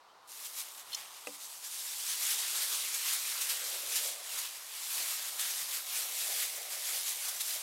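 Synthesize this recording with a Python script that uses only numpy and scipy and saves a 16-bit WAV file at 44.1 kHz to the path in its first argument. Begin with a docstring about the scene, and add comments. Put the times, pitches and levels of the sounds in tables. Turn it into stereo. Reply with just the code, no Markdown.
"""A thin plastic bag of dry breadcrumb groundbait crinkles as an angler lifts, opens and shakes it into a bowl.
Film: dense random snaps and rub noise, coloured as bright creases and lower folds, driven by hand effort.
Crumbs: sparse dull grains slide inside the bag, then pour into the bowl as a stream with dollops.
Early on a small hard thing clinks and something lands with a hollow knock (struck modes); low bumps are noise.
Behind: a soft far rush of shaped noise and one faint bird note, a wavering sine, on a riverbank."""
import sys
import numpy as np
from scipy import signal
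from scipy.fft import rfft, irfft, next_fast_len
from scipy.io import wavfile
from scipy.ndimage import uniform_filter1d, map_coordinates

SR = 44100
rng = np.random.default_rng(int(sys.argv[2]) if len(sys.argv) > 2 else 0)


def dump_mix(stems):
    """Bounce the given channels to the path in sys.argv[1] as a 16-bit WAV at rate SR."""
    frames = np.atleast_2d(stems).T  # one column per channel
    limited = np.clip(frames, -1, 1)  # hard clip at full scale
    pcm = np.round(limited * 32767).astype(np.int16)
    wavfile.write(sys.argv[1], SR, pcm)


N = 336042


def amp(db):
    """Decibels to gain."""
    return 10 ** (np.asarray(db) / 20)


def unit(x):
    """Scale to rms 1."""
    return x / np.sqrt(np.mean(x ** 2) + 1e-20)


def clock():
    """Time of every sample, s."""
    return np.arange(N) / SR


def along(points, hz):
    """Interpolate (Hz, value) points on a log-frequency axis."""
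    f, v = np.transpose(points)
    return np.interp(np.log(hz + 1), np.log(f + 1), v)


def curve(rows):
    """Interpolate (s, value) rows to one value per sample."""
    t, value = np.transpose(rows)
    return np.interp(clock(), t, value)


def wobble(rate_hz):
    """Smooth random curve with rate_hz knots a second."""
    return map_coordinates(rng.standard_normal(4096), [clock() * rate_hz], mode="wrap")


def filtered(x, response):
    """Multiply the spectrum of x by a function of frequency."""
    m = next_fast_len(N + 8192)
    hz = np.fft.rfftfreq(m, 1 / SR)
    return irfft(rfft(x, m) * response(hz), m)[..., :N]


def panned(x, left_db):
    """Split a left-right level difference evenly between the channels."""
    left_db = np.atleast_1d(left_db)
    return x * amp(np.array([left_db, -left_db]) / 2)


def leaned(x, balance):
    """Left-right level difference that depends on frequency."""
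    return filtered(x, lambda hz: amp(np.outer([1, -1], along(balance, hz)) / 2))


def placed(x, left_db, lag_us):
    """The nearer port hears a sound louder, and lag_us microseconds earlier per decibel."""
    lead = left_db * lag_us * SR / 2e6  # samples, half the lag on each side
    left, right = x
    left = map_coordinates(left, [np.arange(N) + lead], order=3)
    right = map_coordinates(right, [np.arange(N) - lead], order=3)
    return panned(np.array([left, right]), left_db)


def coloured(pair, spectrum, alike):
    """Two unrelated signals become one stereo sound of rms 1, its channels alike by frequency."""
    def mid_side_response(hz):
        turn = np.arccos(np.clip(along(alike, hz), -1, 1)) / 2
        return amp(along(spectrum, hz)) * [np.cos(turn), np.sin(turn)]

    mid, side = filtered(pair, mid_side_response)
    return unit(np.array([mid + side, mid - side]))


def patchy(pair, depth_db, size):
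    """Passing resonances: random gain in patches of size (bands, frames)."""
    z = signal.stft(pair, nperseg=256)[2]
    field = uniform_filter1d(rng.standard_normal(z.shape[1:]), size[0], 0)
    field = uniform_filter1d(field, size[1], 1)
    return signal.istft(z * amp(depth_db * unit(field)), nperseg=256)[1][:, :N]


def grains(rate_hz, spread_db):
    """Tiny impacts at random moments, rate_hz a second, each of random size and sign."""
    happens = rng.random((2, N)) < rate_hz / SR
    size = amp(spread_db * rng.uniform(-0.84, 1, N))
    sign = rng.choice([-1, 1], (2, N))
    return unit(happens * size * sign / np.sqrt(rate_hz))


def swell(peak_s, db, rise_s, fall_s):
    """Rounded (Gaussian) rise and fall of level."""
    t = clock() - peak_s
    return amp(db) * np.exp(-(t / np.where(t < 0, rise_s, fall_s)) ** 2)


def burst(peak_s, db, rise_s, fall_s):
    """Pointed (exponential) rise and fall of level."""
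    t = clock() - peak_s
    return amp(db) * np.exp(-np.maximum(-t / rise_s, t / fall_s))


def together(levels):
    """Unrelated sounds add by power."""
    return np.sqrt(sum(level ** 2 for level in levels))


def strike(contacts, modes, reach_oct, crack):
    """Each contact rings the modes, favouring those within reach_oct of its own frequency, plus a bright crack."""
    out, t = np.zeros(N + SR), np.arange(SR // 2) / SR
    hz, mode_db, t60_s = np.transpose(modes)[:, :, None]
    for start_s, db, contact_hz in contacts:
        gain = amp(mode_db) / (1 + (np.log2(hz / contact_hz) / reach_oct) ** 2)
        sine = np.sin(2 * np.pi * (hz * t + rng.random(hz.shape)))
        build_up = 1 - np.exp(-t * hz)  # within about a cycle
        ring = (gain * amp(-60 * t / t60_s) * sine * build_up).sum(0) / np.linalg.norm(gain)
        noise = np.diff(uniform_filter1d(rng.standard_normal(len(t) + 1), size=3))
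        snap = noise * amp(-60 * t / 0.028)  # t60 28 ms
        out[round(start_s * SR):][:len(t)] += amp(db) * (ring + crack * snap)
    return out[:N]


# far rush level: t/s, level/dB
RUSH_LEVEL = [(0, -60), (1.0, -57), (1.7, -60), (7.62, -60.5)]
# far rush spectrum: f/Hz, density/dB per Hz
RUSH_SPECTRUM = [(25, -28), (90, -23.5), (230, -22), (400, -14), (630, -8.5), (820, -4), (1020, -2),
                 (1250, -4.5), (1600, -13.5), (2400, -18), (3100, -16.5), (4300, -14.5), (7000, -23),
                 (15500, -33.5)]
# likeness of the rush in the two channels: f/Hz, likeness (0..1)
RUSH_ALIKE = [(30, .05), (100, 0.43), (250, 0.77), (1000, 0.72), (5000, 0.091)]
# lean of the rush: f/Hz, left-right/dB
RUSH_SIDE = [(100, -1), (500, -3), (1050, -5.5), (2000, -9), (6000, -1)]


def rush():
    """Soft far rush from the right: shaped noise of slowly wavering level."""
    noise = coloured(rng.standard_normal((2, N)), RUSH_SPECTRUM, RUSH_ALIKE)
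    return amp(curve(RUSH_LEVEL) + 0.44 * wobble(3.6)) * leaned(noise, RUSH_SIDE)


# one bird note: t/s, f/Hz, level/dB, half length/s
BIRD_NOTE = (0.105, 3100, -66, .025)


def bird():
    """Thin note: a sine of jittering pitch under a Gaussian envelope."""
    peak_s, pitch_hz, db, half_length_s = BIRD_NOTE
    jittered_hz = pitch_hz * (1 + .02 * wobble(250))
    note = np.sin(2 * np.pi * np.cumsum(jittered_hz) / SR)
    return swell(peak_s, db, half_length_s, half_length_s) * note


# the hand closes on the bag: from/s, to/s
GRAB_SPAN = (0.267, 0.292)
# steady rustle as the bag is lifted, unrolled, opened, turned over, held above the bowl: t/s, level/dB
HANDLING_LEVEL = [(0.32, -51.5), (0.65, -46.3), (0.86, -57), (1.3, -48), (1.61, -49), (1.72, -40.5),
                  (2.5, -33.5), (2.98, -36.5), (3.77, -39), (4.21, -44.9), (4.69, -46.5), (4.95, -35),
                  (5.37, -41), (5.92, -43.5), (6.27, -35.5), (6.67, -43), (6.9, -36.8), (7.6, -41.5)]
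# tugs and shakes: peak t/s, level/dB, fall/s
TUG_EVENTS = [(0.454, -46, 0.076), (0.599, -37.5, 0.027), (0.801, -49, 0.033), (0.998, -46, 0.072),
              (1.353, -46, 0.016), (1.448, -43.5, 0.028), (1.538, -45, 0.055), (1.659, -40.6, 0.023),
              (2.12, -36.5, 0.046), (2.301, -33, 0.075), (2.743, -37.5, 0.031), (3.111, -33.5, 0.066),
              (3.297, -40, 0.051), (3.709, -41, 0.081), (3.945, -35.8, 0.056), (4.061, -35, 0.073),
              (4.395, -38.5, 0.097), (5.074, -41, 0.093), (5.506, -37, 0.059), (5.61, -36, 0.039),
              (5.75, -36.5, 0.057), (5.985, -35, 0.065), (6.215, -37.6, 0.031), (6.426, -34.5, 0.051),
              (6.734, -39.5, 0.027), (6.964, -39, 0.078), (7.103, -37, 0.041), (7.268, -39, 0.027),
              (7.529, -35.5, 0.059)]
# sudden collapses of the film: peak t/s, level/dB, fall/s
CRUMPLE_EVENTS = [(0.457, -40.6, 0.017), (2.561, -32.6, 0.027), (2.622, -30.6, 0.026), (2.947, -31, 0.014),
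                  (3.136, -31.5, 0.024), (3.416, -32.2, 0.05), (3.498, -31.0, 0.047), (3.962, -28.5, 0.04),
                  (4.388, -33.7, 0.017), (5.396, -32.5, 0.055), (7.288, -33.1, 0.012), (7.41, -31, 0.015)]
TUG_RISE_PER_FALL, CRUMPLE_RISE_S = 1.48, .008


def hands():
    """How hard the film is worked: steady handling, tugs and sudden collapses, summed by power."""
    steady = np.interp(clock(), GRAB_SPAN, (0, 1)) * amp(curve(HANDLING_LEVEL))
    tugs = [swell(s, db, TUG_RISE_PER_FALL * fall_s, fall_s) for s, db, fall_s in TUG_EVENTS]
    crumples = [burst(s, db, CRUMPLE_RISE_S, fall_s) for s, db, fall_s in CRUMPLE_EVENTS]
    return together([steady] + tugs + crumples)


# crease spectrum: f/Hz, density/dB per Hz
CREASE_SPECTRUM = [(150, -47), (500, -37), (1500, -19), (2500, -11.5), (3500, -4.5), (5000, -3), (7500, 0),
                   (11000, -0.5), (13000, -0.8), (14500, -5), (15800, -7.5)]
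# broad fold spectrum: f/Hz, density/dB per Hz
FOLD_SPECTRUM = [(100, -42), (240, -26), (360, -13), (650, -9.5), (1100, -1), (1600, -1), (2200, 1.9),
                 (3500, -1), (5000, -5.5), (8000, -20), (15000, -47)]
# broad fold level at ordinary effort, lowest while lifted and unrolled: t/s, level/dB
FOLD_BALANCE = [(0.3, -17), (1.12, -8.5), (1.42, -24), (2.3, -12.5), (3.2, -11), (4.15, -13.5), (4.42, -10),
                (5.4, -11.3), (7.62, -14)]
# likeness of near sounds in the two channels: f/Hz, likeness (0..1)
NEAR_ALIKE = [(100, 0.78), (500, 0.95), (1100, 0.87), (3300, 0.96), (5000, 0.87), (7500, 0.77),
              (13000, 0.86), (15800, 0.54)]
ORDINARY_EFFORT_DB = -40
GENTLE_DULLS = 0.26  # exponent: gentler effort raises folds relative to creases


def bag():
    """Small creases snap brightly, broad folds lower; harder handling makes snaps denser and brighter."""
    effort = hands()
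    vigour = effort / amp(ORDINARY_EFFORT_DB) + .05
    rub = rng.standard_normal((2, N))  # film on film
    snaps = unit(grains(6000 * vigour ** .5, spread_db=6) + 0.87 * rub)
    # a stiff ridge buckles in a short run of snaps, clearest in gentle motion
    buckles = (rng.random(N) < 40 / SR) * rng.random(N)
    decay = np.exp(-np.arange(SR // 50) / (SR * 0.001))  # 1 ms
    runs = signal.fftconvolve(buckles, decay)[:N]
    crackle = unit(snaps * (1 + 0.74 * runs / vigour ** 0.66))
    # the film changes shape, so its resonances come and go
    creases = coloured(patchy(crackle, depth_db=1.26, size=(4, 12)), CREASE_SPECTRUM, NEAR_ALIKE)
    folds = coloured(patchy(snaps, depth_db=2.5, size=(3, 24)), FOLD_SPECTRUM, NEAR_ALIKE)
    fold_gain = amp(curve(FOLD_BALANCE)) / vigour ** GENTLE_DULLS
    # creases give way in clumps
    flutter = amp(0.52 * wobble(25) + 0.33 * wobble(70) + 0.23 * wobble(400))
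    return effort * flutter * (amp(0.4) * creases + fold_gain * folds)


# soft low bumps of handling: peak t/s, level/dB
BUMP_EVENTS = [(0.897, -74), (0.99, -78), (5.625, -72)]
# bump spectrum: f/Hz, density/dB per Hz
BUMP_SPECTRUM = [(40, -20), (90, -7), (160, 1), (260, -12), (500, -35)]


def bumps():
    """Dull low bumps with no ring: short bursts of low noise."""
    level = together([burst(s, db, rise_s=.008, fall_s=.025) for s, db in BUMP_EVENTS])
    return level * coloured(rng.standard_normal((2, N)), BUMP_SPECTRUM, NEAR_ALIKE)


# contacts of a small hard thing: t/s, relative level/dB, strongest f/Hz
CLINK_CONTACTS = [(0.921, -37, 3300), (0.9305, -29.5, 4400), (0.933, -30, 4400), (0.9368, -30.5, 3300),
                  (0.9468, -24, 6100), (0.9492, -25, 5900)]
# its modes: f/Hz, relative level/dB, t60/s
CLINK_RINGS = [(3070, -1, 0.055), (3530, -0.5, .025), (4220, 1, 0.026), (5270, -1, 0.025), (5950, -1, .022),
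               (6550, -4, .016), (7050, -5, .016), (8400, -9, .015)]


def clink():
    """A small hard thing: quick contacts each excite a narrow range of high modes."""
    return amp(-1.5) * strike(CLINK_CONTACTS, CLINK_RINGS, reach_oct=0.31, crack=0.48)


# knock and its bounce: t/s, relative level/dB, strongest f/Hz
KNOCK_CONTACTS = [(1.2708, -28.5, 1600), (1.2875, -41.5, 253)]
# its modes: f/Hz, relative level/dB, t60/s
KNOCK_RINGS = [(197, -20, .24), (286, -8, .22), (505, 0, .07), (567, -3, .055), (780, -13, .05),
               (1230, -14, .03), (1620, -18, .025), (2020, -12, .025), (2520, -8.5, .026), (2690, -7, .026),
               (3700, -15, .02), (4800, -8, .02)]


def knock():
    """Something tossed down: a contact and its bounce excite hollow low modes and short upper ones."""
    return amp(1.1) * strike(KNOCK_CONTACTS, KNOCK_RINGS, reach_oct=1.0, crack=0.76)


# mix sliding inside the bag: t/s, level/dB
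SLIDE_LEVEL = [(2.0, -80), (2.55, -65), (3.25, -70.5), (3.7, -54.5), (3.92, -60), (4.07, -52.5), (4.4, -64),
               (4.7, -75)]
# sliding spectrum before the pitch shift: f/Hz, density/dB per Hz
SLIDE_SPECTRUM = [(100, -35), (250, -22), (400, -10), (520, 0.5), (620, -4), (800, -9), (1500, -15),
                  (4000, -48)]
# air pocket in the bag rings higher as it is squeezed: t/s, f/Hz
POCKET_PITCH = [(2.0, 448.6), (3.5, 521.4), (3.95, 498.5), (4.25, 624)]
# the bag is turned over: from/s, to/s
TIPPING_SPAN = (4.8, 5.1)
# stream running into the bowl: t/s, level/dB
STREAM_LEVEL = [(4.8, -70), (5.1, -62.5), (5.85, -64), (6.05, -58), (6.65, -56.5), (7.1, -61.5),
                (7.62, -60)]
# dollops of mix dropping into the bowl: peak t/s, level/dB
DOLLOP_EVENTS = [(5.03, -58), (6.0, -56), (6.28, -54.5), (6.6, -57), (6.92, -55), (7.28, -59), (7.55, -59)]
# landing spectrum: f/Hz, density/dB per Hz
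BOWL_SPECTRUM = [(100, -34), (290, -21), (430, -4), (600, 2), (780, 3), (950, -20), (1500, -14), (2200, 2),
                 (3000, -28), (6000, -40)]


def crumbs():
    """Countless dull little impacts: sliding in the bag gives way to a stream and dollops in the bowl."""
    tipped = np.interp(clock(), TIPPING_SPAN, (0, 1))
    slide = coloured(grains(2500, spread_db=11.0), SLIDE_SPECTRUM, NEAR_ALIKE)
    # varying read speed moves the 520 Hz spectral peak to the pocket's pitch
    read_at = np.cumsum(curve(POCKET_PITCH) / 520)
    sliding = np.array([map_coordinates(side, [read_at], mode="wrap") for side in slide])
    landing = coloured(grains(2000, spread_db=11.0), BOWL_SPECTRUM, NEAR_ALIKE)
    stream = tipped * amp(curve(STREAM_LEVEL))
    dollops = [swell(s, db, rise_s=.03, fall_s=.07) for s, db in DOLLOP_EVENTS]
    pour = together([stream] + dollops)
    inside = (1 - tipped) * amp(curve(SLIDE_LEVEL)) * sliding
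    return amp(1.6 * wobble(30)) * (inside + pour * landing)


# position of bag, crumbs and bumps: t/s, left-right/dB
BAG_PLACE = [(0.3, 1), (1.24, -4), (2.42, -3.5), (3.6, -2), (4.07, -3.5), (5.01, -1.2), (6.42, -1.1),
             (7.62, -1.5)]


def scene():
    """Close sounds, mostly a little to the right, over the riverbank's rush and bird."""
    background = rush() + bird()
    handled = placed(bag() + bumps() + crumbs(), curve(BAG_PLACE), lag_us=5.7)
    struck = panned(clink(), left_db=-3.0) + panned(knock(), left_db=-2.5)
    return background + handled + struck


# balance of the two microphone ports: f/Hz, left-right/dB
PORT_BALANCE = [(300, 2), (1100, -0.5), (1800, 0), (4500, 0), (6800, 0.8), (8600, -1), (10500, -.5),
                (12800, 0), (15500, -0.5)]
TOP_HZ = 15830


def record(dry):
    """Each port has its own colour; nothing passes above TOP_HZ."""
    return filtered(leaned(dry, PORT_BALANCE), lambda hz: hz < TOP_HZ)


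dry = scene()
out = record(dry)
dump_mix(out)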